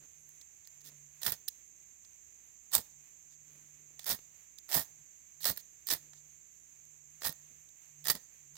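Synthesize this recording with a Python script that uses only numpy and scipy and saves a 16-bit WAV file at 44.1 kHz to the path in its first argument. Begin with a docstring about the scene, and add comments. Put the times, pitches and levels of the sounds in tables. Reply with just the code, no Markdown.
"""Dry litter rustles first, then a high whistle glides by and light knocks and rubs of steel come in.
From 1.2 s to 8.2 s a steel scraper is driven eight times down a ferro rod, close by, over dry tinder.
Each stroke is stick-slip noise and micro-impacts exciting ringing steel, with fizzing sparks and a thud.
A second whistle glides by near 6.5 s; more knocks, rubs and rustles fall between the strokes.
Throughout, filtered noise gives shrill insects and soft air, and a wavering low sine comes and goes."""
import sys
import numpy as np
from scipy import signal
from scipy.fft import rfft, irfft
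from scipy.io import wavfile
from scipy.ndimage import uniform_filter1d

SR = 44100
rng = np.random.default_rng(int(sys.argv[2]) if len(sys.argv) > 2 else 0)


def master_out(mix):
    """Clip the mix to full scale and print it as 16-bit PCM to the path in sys.argv[1]."""
    frames = np.transpose(np.atleast_2d(mix))
    ceiling = np.clip(frames, -1, 1)
    pcm = np.round(ceiling * 32767).astype(np.int16)
    wavfile.write(sys.argv[1], SR, pcm)


N = 378276
HZ = np.fft.rfftfreq(4096, 1 / SR)  # grid on which filters are designed

# All levels are relative: the layer gains and filters below act on them too.
# Strokes: touch t/s, break-loose t/s, run/s, grinding level/dB, build-up/(dB/s), ease-off/(dB/s);
# above the grinding: creeping body/dB, running body/dB, spark fizz/dB, thud/dB;
# recoil: delay after the run/s, grinding level/dB, thud level/dB
STROKES = [(1.214, 1.264, 0.018, -38.5, 310, 520, -5.5, -0.5, 7.4, -7.5, 0.041, -42.5, -49),
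           (2.715, 2.735, 0.029, -36.5, 872, 474, -7.5, -7, 7, -13.5, 0.022, -52.5, -46),
           (4.059, 4.100, .018, -37, 121.8, 487, -2.5, -3, 6.7, -9, .021, -52.5, -51),
           (4.686, 4.738, 0.037, -37.5, 321.3, 300.4, -2, -0.5, 10.8, -3, 0.024, -46, -50),
           (5.406, 5.455, 0.048, -38, 320, 728, -9.5, -2.5, 8.5, -9, 0.0096, -52.5, -63),
           (5.869, 5.903, .026, -35, 343, 560, -13, -4.5, 5.7, -18, 0.025, -56, -60),
           (7.21, 7.249, 0.025, -39.5, 431.6, 498, -3.5, -1.5, 6.6, -12, 0.023, -54, -49.5),
           (8.049, 8.099, 0.0087, -33.5, 372, 862, -1.5, -3, 7.6, -16, 0.045, -48.5, -49)]
# Hard snags of the edge on the rod: t/s, level/dB, brightness/dB
SNAGS = [(1.2179, -27, -3), (1.2319, -17.5, -4), (1.2451, -30, -1), (1.2638, -12, -0.5), (1.3201, -25, 11),
         (2.729, -28, -6), (2.7509, -6.5, 3.5), (2.7803, -20.5, 0), (4.0427, -29.5, 3), (4.0657, -27, 7),
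         (4.092, -24, 11), (4.6918, -35, -15), (4.715, -20.5, -4), (4.721, -16.5, -10), (4.7286, -15, -7.5),
         (4.7434, -15, -1), (5.4312, -43, .5), (5.443, -17, -2), (5.4538, -10.5, -4), (5.8697, -33.5, 15),
         (5.887, -18, -4), (5.902, -27, 1), (5.9357, -24, 13), (7.219, -23.5, -25), (7.233, -24, -10),
         (7.2439, -18.5, -10), (7.2928, -26, 6.5), (8.0508, -30.5, 6), (8.0555, -19, -12),
         (8.0645, -20, -11), (8.0699, -13, -3), (8.0827, -12.5, 3), (8.0998, -6.5, -5), (8.1513, -28, 4)]
# Light knocks of scraper on rod: t/s, level/dB, brightness/dB, body/dB, decay/s
KNOCKS = [(0.29, -49.5, 13, 3, .0015), (0.4121, -36, -15, -10, 0.0033), (0.6726, -35, -4, -6, 0.0018),
          (1.4827, -16.5, 0.5, -20.5, 0.0027), (2.048, -38.5, -22, -10, 0.0023),
          (3.9927, -26, -7, -1, 0.0024), (4.0319, -39, -2, -2, .0015), (4.5849, -30.5, -5, -17.5, 0.0022),
          (5.5627, -37, 3, 3, 0.0019), (5.5726, -29.5, 7, 4, 0.0035), (6.1332, -36.5, -20, 3, 0.0018),
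          (6.852, -48, 4, -11, .0014), (7.325, -35.5, 7, 6, 0.0017), (7.6895, -41, -6, -15, 0.0015),
          (8.042, -33, 4, -10, .0014), (8.554, -37.5, -5, -1, 0.0023)]
# Light slides of the scraper into place: t/s, length/s, level/dB, brightness/dB
RUBS = [(0.646, .012, -64.5, -10), (0.804, 0.019, -64, -2), (0.835, 0.073, -59, 5),
        (1.479, 0.0044, -45.5, 0), (3.293, 0.064, -70, -5), (3.988, 0.056, -61, -3),
        (5.573, 0.044, -60.5, 7), (6.126, 0.086, -72.5, -7), (8.566, 0.008, -49.5, -21)]
# Spectrum of steel on rod: f/Hz, level/(dB per Hz)
RASP_SPECTRUM = [(100, -33.5), (350, -10.5), (650, -4), (1200, -4), (1900, -1.5), (2500, -6), (2950, -4.5),
                 (3500, 3.5), (7500, 2), (9800, -1), (12200, 3.5), (14000, 7), (16000, 3.5)]
# Resonances of scraper and rod: f/Hz, width/Hz, level/dB
STEEL_MODES = [(662, 170, -11.5), (1850, 90, 2.5), (3440, 170, -25), (4810, 150, -12.5), (5270, 139, -5),
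               (8600, 240, -4.5), (10750, 370, -6.5), (13950, 290, -8), (14730, 200, 1.5)]
# Resonances that change with grip and footing: t/s, f/Hz, width/Hz, level/dB
GRIP_MODES = [(1.28, 14550, 397, -3), (2.76, 1000, 400, 0), (2.76, 7780, 350, 4), (2.76, 8800, 300, -1),
              (2.759, 14800, 298, -8), (4.768, 163.5, 70, 5), (4.77, 693, 198.5, -3.5),
              (5.48, 4340, 200, 0.5), (5.48, 8560, 250, -14.5), (5.919, 308, 59.5, 9),
              (5.92, 2080, 70.25, -1), (5.92, 8650, 300, -13), (7.27, 10710, 149.7, 0),
              (8.101, 1895, 148.7, -2), (8.099, 4620, 250, -12), (8.10, 9000, 180, -3)]
# Stereo balance of the steel, right mostly louder: f/Hz, left minus right level/dB
STEEL_BALANCE = [(100, -4), (600, 0.5), (1200, -1), (2000, -7.5), (2700, -3.5), (4000, -11.5), (6500, -7.5),
                 (9000, -17.5), (11000, -16), (15000, -16.5)]
# Spectrum of the ground under the rod: f/Hz, level/(dB per Hz)
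GROUND_SPECTRUM = [(20, -34), (50, -2), (82, -1), (115, -2), (165, 0), (260, -5.5), (385, -10.5), (520, -7),
                   (1000, -12), (3000, -45)]
# Shifts of twigs and litter under the hands: t/s, length/s, level/dB
RUSTLES = [(0.0, 0.065, -65), (0.818, 0.15, -67.5), (3.44, 0.27, -74), (3.643, 0.44, -77.5),
           (4.188, 0.0051, -52.5), (5.96, 0.18, -73.5), (7.453, 0.15, -75)]
# Spectrum of the litter: f/Hz, level/(dB per Hz)
LITTER_SPECTRUM = [(60, -5), (200, 6), (480, 1.5), (800, -11), (2000, -5), (4000, -10), (12000, -16)]
# Reverberation of the trees: f/Hz, t60/s
WOODS_DECAY = [(100, 1), (1000, 0.52), (5000, 0.41), (15000, 0.37)]
# Insect chorus: f/Hz, level/(dB per Hz)
INSECT_SPECTRUM = [(4800, -44), (5600, -21.5), (5950, -12), (6150, -2.5), (6450, 2), (6850, -5),
                   (7300, 0.5), (7600, -7.5), (7950, -17.5), (8600, -34.5), (10000, -67)]
# Outdoor air: f/Hz, level/(dB per Hz)
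AIR_SPECTRUM = [(20, -3.5), (70, 16.5), (150, 4), (260, 4.5), (600, -1), (1350, -3.5), (1850, 2.5),
                (2300, 6.5), (3400, -2.5), (5200, -6), (8500, -2.5), (11000, -5.5), (14200, 4), (16000, -9)]
# Stereo balance of the air: f/Hz, left minus right level/dB
AIR_BALANCE = [(60, -9.5), (110, 4), (200, 9), (380, 4), (700, 3), (1290, 0), (2380, -12.5), (4400, -4.5),
               (8120, -13.5), (15000, -15)]
# Coherence of the air between left and right: f/Hz, likeness
AIR_COHERENCE = [(60, 0.27), (300, 0.058), (1200, 0.13), (16000, 0.066)]
# Gliding whistles, one table each: t/s, f/Hz, level/dB
WHISTLES = [
    [(0.16, 11000, -82), (0.2, 11180, -71), (0.26, 11600, -80), (0.31, 11200, -75), (0.34, 10600, -76),
     (0.38, 10400, -72)],
    [(6.47, 10150, -91.5), (6.52, 11600, -81), (6.55, 12200, -76), (6.615, 10100, -78), (6.7, 8300, -87)],
]
# Course of the low hum: t/s, level/dB
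HUM_LEVEL = [(0.0, -68), (0.09, -92), (0.2, -77), (0.59, -93), (0.91, -68), (1.61, -93.5), (1.81, -86),
             (2.11, -92), (2.72, -95), (2.989, -75), (3.08, -90), (3.579, -73), (4.22, -81), (4.688, -94),
             (4.88, -98), (5.01, -72), (5.12, -95), (5.311, -92), (5.44, -66), (5.58, -86), (5.8, -88),
             (6.01, -73), (6.239, -73.5), (6.49, -91), (6.941, -78), (7.55, -75), (7.78, -88.5),
             (8.05, -66), (8.3, -88), (8.57, -69)]

BREAK_DB, SAG_DB_PER_S = 5, 79  # jump as the edge breaks loose, loss of pressure along the run
SPARK_LAG_S = 0.002  # the chips take a moment to flare
THUD_BUILD_DB_PER_S, THUD_FALL_DB_PER_S = 770, 620
THUD_LEAD_S, THUD_HOLD_S = 0.0091, 0.013  # full this long before the run ends, and stays so this long
RECOIL_RISE_DB_PER_S, RECOIL_FALL_DB_PER_S = 1296.5, 580.5  # the hand springs back and grazes the rod
RECOIL_BODY_DB, RECOIL_FIZZ_DB = -3.5, 2.5  # above the recoil's grinding
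LIFT_S, LIFT_DB_PER_S = .024, 297.5  # this long after the recoil the edge leaves the rod
CATCH_BODY_DB, CATCH_DECAY_S = -2.5, 0.0017  # low knock of a catch before the brightness trade, and decay
BODY_PER_BRIGHT = .35  # the brighter a catch, the less it knocks (dB per dB)
CHIPS_PER_S, CHIP_WINDOW_S = 75, .052  # mean rate of small snags, and how long they go on after the run
CHIP_DB, CHIP_SPREAD_DB, CHIP_BRIGHT_DB = 5.5, 4.5, 8  # peak above the fizz, spread each way, brightness
HUM_HZ = 147.6  # mean pitch
EDGE_HZ = 15900  # upper band limit


def stroke_gains():
    """Energy addition: run and short recoil sum in power, then the lift fades body, grind, fizz and thud."""
    gains = np.zeros((4, N))
    for (touch, loose, run, db, build, ease, creep_body, run_body, fizz, thud,
         recoil_s, recoil_db, recoil_thud_db) in STROKES:
        t = np.arange(touch - .02, touch + .3, 1 / SR)
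        after = t - loose - run
        grind = db + pressure(t, touch, loose, run, build, ease)
        sparks = db + pressure(t, touch, loose + SPARK_LAG_S, run, build, ease)
        push = db + peaked(after + THUD_LEAD_S, THUD_BUILD_DB_PER_S, THUD_FALL_DB_PER_S, THUD_HOLD_S)
        body = grind + np.where(t < loose, creep_body, run_body)
        forward = amp([body, grind, sparks + fizz, push + thud])

        recoil = peaked(after - recoil_s, RECOIL_RISE_DB_PER_S, RECOIL_FALL_DB_PER_S)
        graze = recoil_db + recoil
        back = amp([graze + RECOIL_BODY_DB, graze, graze + RECOIL_FIZZ_DB, recoil + recoil_thud_db])
        lift = amp(-LIFT_DB_PER_S * np.maximum(after - recoil_s - LIFT_S, 0))
        add(gains, t[0], np.hypot(forward, back) * lift)
    return gains


def pressure(t, touch, loose, run, build, ease, rise_s=.0015):
    """Static, then sliding friction in dB: touch, creep under growing force, break loose, run, ease off."""
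    jump = BREAK_DB * np.clip((loose - t) / rise_s, 0, 1)
    creeping = build * np.maximum(loose - t, 0) + jump
    running = SAG_DB_PER_S * np.clip(t - loose, 0, run) + ease * np.maximum(t - loose - run, 0)
    before_touch = 20 / np.log(10) * np.maximum(touch - t, 0) / rise_s
    return -creeping - running - before_touch


def peaked(age, rise_db_per_s, fall_db_per_s, hold_s=0):
    """Exponential growth and decay: a level in dB climbs to 0 at age 0, holds and falls."""
    return rise_db_per_s * np.minimum(age, 0) - fall_db_per_s * np.maximum(age - hold_s, 0)


def scraping(gains, body_db=11, grind_db=6, fizz_db=-1, chip_db=-0.5, shift_db=1.82):
    """Friction noise: the chattering edge tears off chips; the burning chips fizz on top."""
    chips = evened(amp(chip_db * wander(5200)))
    grains = registers(rng.standard_normal((2, N)) * chips) * teeth(gains[1])
    # the bite keeps changing colour
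    levels = [amp(db + shift_db * wander(190)) for db in (body_db, grind_db, fizz_db)]
    return sum(band * gain * level for band, gain, level in zip(grains, gains, levels))


def teeth(force, rate_hz=400, full_db=-40, jitter=.4, size_db=-0.5, hold=1.0):
    """Stick-slip: each tooth bites at once and eases off; a light edge stutters, a forceful one runs on."""
    speed = np.clip(force / amp(full_db), .05, 1) ** .3
    turns = np.cumsum(rate_hz * speed * np.exp(jitter * wander(150))) / SR
    sizes = amp(size_db * rng.standard_normal(N))[turns.astype(int)]
    bite = hold * speed ** 2 + sizes * np.exp(-(turns % 1) / .3)
    return bite / np.sqrt(uniform_filter1d(bite ** 2, size=700) + 1e-9)  # local rms 1


def stalls(snags, depth, lead_s=0.0038, width_s=.002):
    """Static friction: the edge hangs just before each catch breaks loose, so the grinding gaps."""
    t, free = np.arange(N) / SR, np.ones(N)
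    for s, *_ in snags:
        near = slice(int((s - .02) * SR), int((s + .01) * SR))
        dip = np.exp(-((t[near] - s + lead_s) / width_s) ** 2)
        free[near] *= 1 - np.clip(depth, 0, 1) * dip
    return free


def rub_gains(body_db=-12):
    """Light sliding friction: gains of body, grinding and fizz without pressure."""
    gains = np.zeros((3, N))
    for s, length, db, bright_db in RUBS:
        add(gains, s, amp([[db + body_db], [db], [db + bright_db]]) * swell(length))
    return gains


def small_catches(fizz):
    """Random point process: the edge keeps snagging along the run, its level following the spark fizz."""
    rows = []
    for _, loose, run, *_ in STROKES:
        gaps, sizes = rng.uniform(.5, 1.5, 24), rng.uniform(-1, 1, 24)
        for s, size in zip(loose + np.cumsum(gaps) / CHIPS_PER_S, sizes):
            if s < loose + run + CHIP_WINDOW_S:
                fizz_db = 20 * np.log10(fizz[int(s * SR)] + 1e-9)
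                rows.append((s, fizz_db + CHIP_DB + CHIP_SPREAD_DB * size, CHIP_BRIGHT_DB))
    return rows


def catches(rows, level_db=-4):
    """Impulsive excitation: each snag or knock is a cluster of micro-impacts that builds and dies fast."""
    t, bursts = np.arange(900) / SR, np.zeros((3, 2, N))
    snags = []
    for s, db, bright_db in rows:
        body_db = CATCH_BODY_DB - BODY_PER_BRIGHT * bright_db
        snags.append((s, db, bright_db, body_db, CATCH_DECAY_S))
    signs = rng.choice([-1., 1.], (256, 2, len(t)))
    for (s, db, bright_db, body_db, decay), impacts in zip(list(KNOCKS) + snags, signs):
        age = t / max(decay, 1e-4)
        shape = (1 - np.exp(-age / .6)) * np.exp(-age)
        band_gains = amp([body_db, 0, bright_db])[:, None, None]
        add(bursts, s, band_gains * impacts * shape * amp(db + level_db))
    # keep from each burst only the register it was scaled for
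    return sum(registers(x)[k] for k, x in enumerate(bursts))


def gripped(drive, reach_s=0.13):
    """Boundary conditions: grip and footing add resonances, each excited near one time only."""
    out = drive.copy()
    for s, hz, width, db in GRIP_MODES:
        part = drive[:, round((s - reach_s) * SR):round((s + reach_s) * SR)]
        ringing = signal.lfilter(*signal.iirpeak(hz, hz / width, fs=SR), part)
        add(out, s - reach_s, amp(db) * ringing)
    return out


def steel(drive):
    """Modal resonance: scraper and rod colour and ring with whatever excites them."""
    ring = 1 + sum(amp(db) / (1 + 2j * (HZ - hz) / width) for hz, width, db in STEEL_MODES)
    db = read(RASP_SPECTRUM, HZ) + 20 * np.log10(abs(ring))
    sides = ears(read(STEEL_BALANCE, HZ))
    return np.array([colour(x, db + side) for x, side in zip(pair(*drive), sides)])


def thuds(push, level_db=-1, apart=0.31):
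    """Structure-borne transmission: the rod's tip passes each push into the ground and the twigs."""
    both, unlike = (evened(colour(rng.standard_normal(N), read(GROUND_SPECTRUM, HZ))) for _ in range(2))
    return amp(level_db) * push * np.array([both + apart * unlike, both - apart * unlike])


def litter(grain_db=3):
    """Granular friction: the dry pile shifts in soft, dull rustles of uneven noise."""
    gain = np.zeros(N)
    for s, length, db in RUSTLES:
        add(gain, s, amp(db) * swell(length))
    grains = rng.standard_normal((2, N)) * amp(grain_db * wander(170))
    return gain * np.array([evened(colour(x, read(LITTER_SPECTRUM, HZ))) for x in pair(*grains)])


def woods(x, wet_db=-25):
    """Reverberation: sparse echoes from ground and trunks, each band dying at its own speed."""
    taps = rng.standard_normal((2, SR // 2)) * (rng.random((2, SR // 2)) < 2500 / SR)  # 2500 echoes/s
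    hz, t, z = signal.stft(taps, SR, nperseg=256)
    decay = amp(-60 * t / read(WOODS_DECAY, hz)[:, None])
    tail = signal.istft(z * decay, SR, nperseg=256)[1]
    return amp(wet_db) * signal.fftconvolve(x, tail / np.linalg.norm(tail[0]), axes=1)[:, :N]


def insects(level_db=-58.0, side_db=-12):
    """Incoherent summation: many far insects merge into one shrill, slightly throbbing noise band."""
    band = np.array([evened(colour(rng.standard_normal(N), read(INSECT_SPECTRUM, HZ))) * amp(side)
                     for side in ears(side_db)])
    throb_db = .35 * wander(40) + .2 * wander(2)
    return band * amp(level_db + throb_db)


def air(level_db=-67, swell_db=1.24, bass_swell_db=-0.3, bass_hz=600):
    """Partly coherent noise field: soft outdoor hiss whose treble and bass drift separately."""
    a, b = rfft(rng.standard_normal((2, N)))
    same = np.clip(read(AIR_COHERENCE, np.fft.rfftfreq(N, 1 / SR)), -1, 1)
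    ports = irfft([a, same * a + np.sqrt(1 - same ** 2) * b], N)
    high = treble(ports, bass_hz)
    low = ports - high
    ports = high * amp(swell_db * wander(5.2)) + low * amp(bass_swell_db * wander(9))
    sides = ears(read(AIR_BALANCE, HZ))
    return amp(level_db) * np.array([colour(x, read(AIR_SPECTRUM, HZ) + side)
                                     for x, side in zip(ports, sides)])


def whistles(level_db=-2.0, waver=.018, side_db=-10):
    """Frequency modulation: faint, very high gliding sines with a slight tremble of pitch."""
    out, tremble = np.zeros(N), 1 + waver * wander(60)
    for rows in WHISTLES:
        s, hz, db = np.transpose(rows)
        t = np.arange(s[0], s[-1], 1 / SR)
        pitch = np.interp(t, s, hz) * tremble[:len(t)]
        tone = np.sin(2 * np.pi * np.cumsum(pitch) / SR)
        gain = 2 * amp(level_db + np.interp(t, s, db))
        add(out, s[0], gain * tone * signal.windows.tukey(len(t), .1))
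    return out * amp([[side_db], [0]])  # quieter on the left


def hum(level_db=1.5, waver=.02, flutter_db=1.4):
    """Amplitude and frequency modulation: a faint wavering sine that swells and fades."""
    s, db = np.transpose(HUM_LEVEL)
    gain = amp(level_db + np.interp(np.arange(N) / SR, s, db) + flutter_db * wander(15))
    pitch = HUM_HZ * (1 + waver * wander(16))
    return gain * np.sqrt(2) * np.sin(2 * np.pi * np.cumsum(pitch) / SR)


def registers(x, body_hz=2500, fizz_hz=9300):
    """Band splitting: divides x into body, grinding and fizz that sum to x."""
    above, top = treble(x, body_hz), treble(x, fizz_hz)
    return np.array([x - above, above - top, top])


def treble(x, edge_hz):
    """High-pass filtering: the part of x above edge_hz, without phase shift."""
    hz = np.fft.rfftfreq(N, 1 / SR)
    return irfft(rfft(x) * (1 - 1 / (1 + (hz / edge_hz) ** 8)), N)


def colour(x, db):
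    """Minimum phase: a causal filter, made by folding the cepstrum, with the gains db on the grid HZ."""
    cepstrum = irfft(np.log(amp(db)))
    cepstrum[1:len(HZ) - 1] *= 2
    cepstrum[len(HZ):] = 0
    return signal.oaconvolve(x, irfft(np.exp(rfft(cepstrum))))[:N]


def pair(x, y, same_hz=1500):
    """Spatial coherence: two ports share the wave in the bass and differ in the treble."""
    same = 1 / (1 + (np.fft.rfftfreq(N, 1 / SR) / same_hz) ** 2)
    return irfft(same * rfft(x) + np.sqrt(1 - same ** 2) * rfft(y), N), x


def ears(side_db):
    """Power conservation: left and right gains in dB that keep the mean power."""
    right = -10 * np.log10((1 + amp(side_db) ** 2) / 2)
    return right + side_db, right


def wander(rate_hz):
    """Low-passed noise: a smooth random signal of rms 1, changing up to about rate_hz times a second."""
    hz = np.fft.rfftfreq(N, 1 / SR)
    return evened(irfft(rfft(rng.standard_normal(N)) / (1 + (hz / rate_hz) ** 4), N))


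def swell(length_s):
    """Half-sine envelope: a smooth rise and fall."""
    return np.sin(np.linspace(0, np.pi, int(max(length_s, .002) * SR)))


def read(points, hz):
    """Logarithmic frequency scale: interpolates a spectrum along it."""
    f, value = np.transpose(points)
    return np.interp(np.log(hz + 1), np.log(f + 1), value)


def amp(db):
    """Decibel law: level to amplitude gain."""
    return 10 ** (np.asarray(db) / 20)


def evened(x):
    """Power normalisation: scales to rms 1."""
    return x / np.sqrt(np.mean(x ** 2) + 1e-20)


def add(mix, s, sound):
    """Superposition: mixes a sound in at s seconds."""
    part = mix[..., round(s * SR):][..., :sound.shape[-1]]
    part += sound[..., :part.shape[-1]]


def scene():
    """Superposition of near and far: strokes, thuds and litter close by, the woods behind."""
    body, grind, fizz, push = stroke_gains()
    small = small_catches(fizz)
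    free = stalls(SNAGS, depth=.62) * stalls(small, depth=.25)
    sliding = np.array([body, grind, fizz]) * free + rub_gains()
    drive = scraping(sliding) + catches(list(SNAGS) + small)
    near = steel(gripped(drive)) + thuds(push) + litter()
    return near + woods(near) + air() + insects() + whistles() + hum()


def record(dry):
    """Band limitation: a linear-phase low-pass at the recorder's upper edge."""
    low_pass = signal.firwin(511, EDGE_HZ, window=("kaiser", 9), fs=SR)
    return signal.oaconvolve(dry, low_pass[None], "same")


dry = scene()
out = record(dry)
master_out(out)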